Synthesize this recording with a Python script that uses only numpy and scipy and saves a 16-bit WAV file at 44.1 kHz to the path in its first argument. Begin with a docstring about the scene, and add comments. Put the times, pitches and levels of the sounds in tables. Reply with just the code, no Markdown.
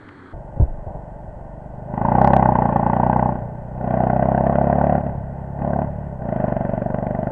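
"""Motorcycle in town, from the saddle

A single-cylinder four-stroke, close under the microphone, trundles, knocks over a bump, takes three
bursts of throttle, changes up and pulls on steadily. Each firing thumps the pipe and barks in the
muffler; the crank hums beneath, and the pipe burbles when the throttle shuts.
A brief moment of distant street traffic comes first and ends abruptly."""
import sys
import numpy as np
from scipy import signal
from scipy.fft import rfft, irfft
from scipy.io import wavfile
from scipy.ndimage import uniform_filter1d

SR = 44100
rng = np.random.default_rng(int(sys.argv[2]) if len(sys.argv) > 2 else 0)


def store_wav(level_fs):
    """Save 16-bit WAV to argv[1]."""
    pcm = np.round(np.clip(np.atleast_2d(level_fs), -1, 1) * 32767)
    wavfile.write(sys.argv[1], SR, pcm.T.astype(np.int16))


N = 322491
TIME = np.arange(N) / SR
CYCLE = np.arange(-SR // 100, SR // 25) / SR  # seconds around one firing

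# Voices at the saddle: shut level/dB, its rise/dB per octave of speed, open level/dB,
# its rise/dB per octave, exponent of the throttle opening
THUMP_LAW, BARK_LAW = (-34, 17.5, -20.5, 4, 0.67), (-39, 5, -20, 6.5, 0.98)
CRANK_LAW, RASP_LAW = (-42.5, -4, -38.5, -1.5, 1), (-56, 9.5, -39, 3, 1.07)
# Engine speed along the street: t/s, firing rate/Hz
FIRING_RATE = [(0.0, 25.329), (0.494, 23.729), (1.553, 24.027), (1.945, 25.625), (2.274, 34.055),
               (2.723, 28.177), (3.139, 31.172), (3.665, 30.328), (3.707, 31.41), (3.902, 30.86),
               (4.089, 31.362), (4.199, 32.297), (4.885, 36.051), (5.392, 33.632), (6.018, 36.55),
               (6.369, 25.885), (6.551, 23.37), (7.31, 24.911)]


def engine(bite_db=-19, bite_range_db=14):
    """Just below the microphone, one cylinder fires; the throttle sets its force and colour."""
    rate, = curves(FIRING_RATE)
    opening, bark_hz = throttle()
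    load = np.clip((20 * np.log10(opening) - bite_db) / bite_range_db, 0, 1)  # 0 coasting, 1 pulling
    times, force, spit = firings(rate, load)
    return (voice_gain(THUMP_LAW, opening, rate) * thump(times, force, load)
            + voice_gain(BARK_LAW, opening, rate) * bark(times, force, load, bark_hz)
            + voice_gain(CRANK_LAW, opening, rate) * crank(rate)
            + voice_gain(RASP_LAW, opening, rate) * rasp(times, spit, load))


# Twists of the grip: opens t/s, shuts t/s, roll-on/s, fall-off/s, opening/dB, bark f/Hz
THROTTLE_TWISTS = [(1.66, 1.95, 0.16, 0.11, -24, 804), (1.837, 3.251, 0.28, 0.099, 0, 828.5),
                   (2.053, 2.4, .168, 0.13, -3.2, 762), (2.919, 3.17, .15, 0.056, -19.5, 853),
                   (3.694, 4.967, 0.33, 0.041, -0.4, 697.5), (5.028, 5.075, 0.033, 0.063, -10.5, 670),
                   (5.516, 5.83, 0.17, 0.039, -5.5, 707), (6.133, 7.4, 0.23, .1, -5, 642),
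                   (6.32, 6.468, 0.12, 0.16, -11.5, 663)]


def throttle():
    """Twists roll on, hold and die away; returns their summed opening and blended bark pitch."""
    twists = []
    for opens, shuts, roll_s, fall_s, db, _ in THROTTLE_TWISTS:
        roll = (1 - np.cos(np.pi * np.clip((TIME - opens) / roll_s, 0, 1))) / 2
        twists.append(undb(db) * roll * np.exp(-np.maximum(TIME - shuts, 0) / fall_s))
    twists = np.array(twists) + 1e-9
    opening = twists.sum(axis=0)
    return opening, np.array(THROTTLE_TWISTS)[:, -1] @ twists / opening


# Extra hard firings, against their neighbours: t/s, force/dB, gas spit/dB
HARD_FIRINGS = [(2.052, 2.5, -0.5), (2.215, 5.5, 7), (2.246, 5, 5), (2.277, 4.5, 5.5), (2.336, 5.5, 2.5),
                (2.365, 2.5, 1), (2.428, 2, -1), (2.491, 5.5, -3.5), (2.76, 10.5, 11.5), (2.934, 0.5, 5.5),
                (3.0, 3.5, 0), (3.098, 3.5, 2.5), (3.131, 0.5, 9.5), (3.163, 4.5, 0), (4.348, 3, 2),
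                (4.468, 4.5, 6.5), (4.497, 6, -3.5), (6.441, 5.5, -6), (6.737, 6, 1), (6.945, 6.5, 5.5)]


def firings(rate, load, coast_scatter_db=3, pull_scatter_db=.9):
    """One blow-down every second turn of the crank; combustion is lumpier with the throttle shut."""
    fired = np.flatnonzero(np.diff(np.floor(np.cumsum(rate) / SR)))
    times = fired / SR
    spread_db = np.interp(load[fired], [0, 1], [coast_scatter_db, pull_scatter_db])
    scatter_db = spread_db * rng.standard_normal(len(times))
    hard = np.array(HARD_FIRINGS)
    is_hard = abs(times[:, None] - hard[:, 0]) < .012
    hard_db = (is_hard @ hard[:, 1:]).T
    force, spit = undb(scatter_db * ~is_hard.any(axis=1) + hard_db)[:, :, None]
    return times, force, spit


def voice_gain(law, opening, rate, cruise_hz=30):
    """A coasting part and a part that grows with the throttle, each shifting with engine speed."""
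    shut_db, shut_rise_db, open_db, open_rise_db, exponent = law
    octaves = np.log2(rate / cruise_hz)
    coasting = undb(shut_db + shut_rise_db * octaves)
    pulling = undb(open_db + open_rise_db * octaves) * opening ** exponent
    return np.hypot(coasting, pulling)


# Standing waves of the exhaust pipe, below the saddle: f/Hz, width/Hz, level/dB
PIPE_MODES = [(70.2, 16, 8.5), (126.1, 32, 7.5), (187.2, 50, 1.5), (238.2, 32, -2.5), (343, 80, -6),
              (483, 130, -8)]
# Gas churning in the pipe: f/Hz, level/dB
CHURN_SPECTRUM = [(40, -17.5), (68, -12.5), (90, -25), (140, 8), (230, -3.5), (278, -18.5), (345, -3),
                  (450, 0), (540, -4), (800, -1.5), (1400, -67)]


def thump(times, force, load):
    """The pressure pulse, with a dip either side, rings the standing waves of the pipe; gas churns."""
    u = (CYCLE + 0.0008) / 0.0011  # time in pulse widths
    pulses = place(times, CYCLE, np.sqrt(force) * (1 - u ** 2) * np.exp(-u ** 2 / 2))
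    ringing = resonate(pulses, PIPE_MODES)
    pulling = even(silencer(ringing + .02 * pulses))
    # off the throttle the pulse is rounder and the upper waves fade
    coasting = even(silencer(band(ringing + 0.99 * pulses, 48, 160, order=2)))
    pipe = even(load * pulling + (1 - load) * undb(-7.0) * coasting)
    puffs = place(times - .001, CYCLE, force * burst(CYCLE, 0.00046, 0.0013))
    churn = even(colour(noise() * (puffs + 1.6), CHURN_SPECTRUM))
    return even(pipe + undb(-12.5 - 4.5 * load) * churn)


# Bands lost in the silencer: f/Hz, width/Hz
SILENCER_NOTCHES = [(90, 10), (284, 60)]


def silencer(x):
    """The chambers cancel narrow bands of the pipe's sound."""
    for hz, width in SILENCER_NOTCHES:
        x = signal.lfilter(*signal.iirnotch(hz, hz / width, fs=SR), x)
    return x


# Muffler shell, close by, rung by turbulent gas: f/Hz, width/Hz, level/dB
SHELL_MODES = [(616.6, 60, 12), (710, 270, -4.5), (800, 39, -13.5), (1010, 84, -31)]
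# Gas whirring through the muffler: f/Hz, level/dB
WHIRR_SPECTRUM = [(200, -26), (300, -7.5), (370, -9.5), (470, -11), (600, 3), (740, -3.5), (880, -3),
                  (1000, -13), (1200, -24.5), (1500, -45.5)]


def bark(times, force, load, bark_hz):
    """The muffler barks for a few swings, never twice alike; gas whirrs through it in between."""
    detune, phase = rng.standard_normal((len(times), 2)).T[:, :, None]
    swing_hz = np.interp(times, TIME, bark_hz)[:, None] * np.exp(.042 * detune)
    swings = force * np.cos(2 * np.pi * swing_hz * CYCLE + .5 * phase)
    head = np.exp(-((CYCLE - .0012) / 0.0016) ** 2 / 2)
    tone = even(place(times, CYCLE, swings * (head + .4 * burst(CYCLE, 0.00028, 0.0092))))
    puffs = place(times - .0003, CYCLE, force * burst(CYCLE, 0.00014, 0.0012))
    shell = even(band(resonate(noise() * (puffs + 0.27), SHELL_MODES), 461, 1050))
    whirr = even(colour(noise(), WHIRR_SPECTRUM))
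    # at full blast the bark gains a bright edge and stands clear of the whirr
    blast = np.clip((bark_hz - 620) / 190, 0, 1)
    edge = even(band(noise() * (puffs + 0.046), 950, 1132))
    pulling = tone + blast * undb(-13.5) * edge + undb(-2.0 - 5.5 * blast) * shell
    muffler = load * pulling + (1 - load) * whirr + undb(-7.5 - 0.7 * blast) * whirr
    return even(street_echoes(muffler), window=5400)


def street_echoes(x, t60_s=.4, wet_db=-18.5):
    """Scattered echoes come back to the microphone from the road, cars and house fronts."""
    t = TIME[:SR // 2]
    tail = rng.standard_normal(len(t)) * undb(-60 * t / t60_s) * (t > .006)
    return x + undb(wet_db) * signal.fftconvolve(x, tail / np.linalg.norm(tail))[:N]


def crank(rate, lead_s=0.0022):
    """The unbalanced piston shakes the frame twice per firing, just ahead of the pulse: a low hum."""
    turns = 2 * (np.cumsum(rate) / SR + lead_s * rate)
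    return np.sqrt(2) * np.cos(2 * np.pi * turns)


# Gas at the valve, heard from the saddle: f/Hz, level/dB
RASP_SPECTRUM = [(900, -12.5), (1100, -6), (1290, -10.5), (1440, 1.5), (1570, 2.5), (1660, -10.5),
                 (1790, -2), (2040, -7.5), (2170, -21.5), (2550, -19), (2780, -25.5), (3050, -24.5),
                 (3350, -33), (3700, -56), (4200, -46), (5500, -58)]


def rasp(times, spit, load):
    """Gas tears past the valve in a short spit over a steady rush."""
    scatter = undb(3.5 * rng.standard_normal((len(times), 1)))
    spits = place(times - .0001, CYCLE, spit * scatter * burst(CYCLE, 0.00024, 0.0032))
    return even(colour(noise() * ((.08 + load) * spits + 0.22), RASP_SPECTRUM), window=6000)


def burble(lag_s=0.035, decay_s=0.15):
    """Each time the throttle shuts, the remaining gas flutters unevenly in the pipe."""
    swell = sum(burst(TIME - shuts - lag_s, 0.0096, decay_s) for _, shuts, *_ in THROTTLE_TWISTS)
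    return undb(-35) * swell * even(band(noise(), 92, 128))


# Jolts from the road: t/s, relative thud level/dB, ring f/Hz, t60/s, clack level/dB
ROAD_JOLTS = [(.335, -27, 42.3, 0.23, -30), (0.562, -21.5, 70, 0.061, -25), (0.5987, -6, 107, 0.088, -17),
              (0.6211, -3, 65.7, 0.093, -48), (0.634, -28, 44.7, 0.14, -45), (.68, -21, 24.2, 0.5, -58),
              (0.865, -22, 86.5, 0.093, -30), (0.947, -43, 110, .06, -25)]
# Loose parts near the microphone: f/Hz, level/dB
CLACK_SPECTRUM = [(150, 7), (270, -2), (400, -5.5), (560, 1.5), (900, -10.5), (1300, -36), (2000, -40),
                  (3300, -72.5)]


def jolts():
    """The wheels drop over a bump: the mount thuds and loose parts clack."""
    thuds, clacks = 0, 0
    for start, thud_db, hz, t60, clack_db in ROAD_JOLTS:
        t = np.maximum(TIME - start, 0)
        thuds += undb(thud_db - 60 * t / t60) * np.sin(2 * np.pi * hz * t) * np.tanh(t / 0.0016)
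        clacks += undb(clack_db) * burst(TIME - start, 0.0011, 0.024)
    return -1.38 * thuds + colour(noise(), CLACK_SPECTRUM) * clacks


def rattle(start_s=.87):
    """Loose parts rattle in a short rough swell as the machine settles after the bump."""
    swell = burst(TIME - start_s, rise_s=0.014, decay_s=0.12)
    return undb(-35.5) * swell * unit(band(noise(), 470, 954, order=5))


# Wind on the microphone: f/Hz, level/dB
WIND_SPECTRUM = [(12, -12), (26, -14.5), (36, -7), (50, -17), (100, -14), (200, -23.5), (500, -35.5),
                 (1500, -59)]


def wind():
    """Air buffets the microphone lightly, swelling slowly."""
    gust = np.interp(TIME, np.arange(40) / 4, rng.standard_normal(40))
    return colour(noise(), WIND_SPECTRUM) * undb(-40.0 + 1.2 * gust)


# Town traffic at a distance: f/Hz, level/dB
TRAFFIC_SPECTRUM = [(30, -6), (90, -1), (280, 2), (480, -6), (720, -10.5), (1250, -4.5), (1700, -6.5),
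                    (2100, -15), (2500, -27), (2800, -32), (3280, -22), (3600, -31), (4300, -27.5),
                    (4900, -43)]
# One engine far down the street: t/s, f/Hz
FAR_ENGINE_PITCH = [(0, 103.7), (.15, 95.1), (.33, 87.5)]


def street():
    """Distant traffic with one engine slowing and a small tick."""
    cycles = np.cumsum(curves(FAR_ENGINE_PITCH)[0]) / SR
    harmonics_db = [-48, -59, -47.5, -54.0]
    far_engine = sum(undb(db) * np.sin(2 * np.pi * k * cycles) for k, db in enumerate(harmonics_db, 1))
    waver = 1 + 0.15 * unit(band(noise(), 8, 50, order=1))
    tick = unit(band(noise(), 790, 2000)) * undb(-31) * burst(TIME - .088, 0.00023, 0.003)
    return undb(-44) * colour(noise(), TRAFFIC_SPECTRUM) + far_engine * waver + tick


# Noise floor: f/Hz, level/dB
HISS_SPECTRUM = [(1000, 2), (3200, 3.5), (3700, -5.5), (4200, -2.5), (6200, -3), (8000, 1), (10000, -5.5),
                 (10800, -15.5), (15000, -19)]


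def hiss():
    """A faint steady hiss behind everything."""
    return undb(-75) * colour(noise(), HISS_SPECTRUM)


def undb(db):
    """Decibels to gain."""
    return 10 ** (np.asarray(db) / 20)


def curves(table):
    """Each column after the first as a line through time."""
    times, *columns = np.transpose(table)
    return [np.interp(TIME, times, column) for column in columns]


def unit(x):
    """Scale to rms 1."""
    return x / np.sqrt(np.mean(x ** 2))


def even(x, window=3600):
    """Scale to rms 1 over every few cycles, keeping the single beats."""
    return x / np.sqrt(uniform_filter1d(uniform_filter1d(x ** 2, window), window) + 1e-12)


def noise():
    """White noise."""
    return rng.standard_normal(N)


def colour(x, spectrum):
    """Shape by a (f/Hz, level/dB) spectrum, at rms 1; nothing passes above its last point."""
    hz, db = np.transpose(spectrum)
    f = np.maximum(np.arange(N + 1) * SR / (2 * N), 1)
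    gain = undb(np.interp(np.log(f), np.log(hz), db)) * (f < hz[-1])
    return unit(irfft(rfft(x, 2 * N) * gain)[:N])


def resonate(x, modes):
    """Sum of (f/Hz, width/Hz, level/dB) resonances."""
    return sum(undb(db) * signal.lfilter(*signal.iirpeak(hz, hz / width, fs=SR), x)
               for hz, width, db in modes)


def band(x, lo_hz, hi_hz, order=3):
    """Band-pass."""
    return signal.sosfilt(signal.butter(order, [lo_hz, hi_hz], "band", fs=SR, output="sos"), x)


def place(times, t, shapes):
    """Lay one shape, given on the time axis t, at each moment."""
    index = np.round((times[:, None] + t) * SR).astype(int)
    inside = (index >= 0) & (index < N)
    return np.bincount(index[inside], np.broadcast_to(shapes, index.shape)[inside], N)


def burst(t, rise_s, decay_s):
    """Smooth onset and exponential decay."""
    return (1 + np.tanh(t / rise_s)) / 2 * np.exp(-np.maximum(t, 0) / decay_s)


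def scene(ride_start_s=.331):
    """One microphone: the distant street, then abruptly the ride from the saddle."""
    riding = np.clip((TIME - ride_start_s) / 0.0014, 0, 1)
    ride = engine() + burble() + jolts() + rattle() + wind()
    return (riding * ride + hiss() + (1 - riding) * street())[None]


def record(dry):
    """The hardest firings overload the input with a tight knee; the top is cut."""
    ceiling, knee, top_hz = .92, 40, 10400
    clipped = dry / (1 + (dry / ceiling) ** knee) ** (1 / knee)
    return signal.sosfilt(signal.ellip(8, .2, 70, top_hz, fs=SR, output="sos"), clipped)


dry = scene()
out = record(dry)
store_wav(out)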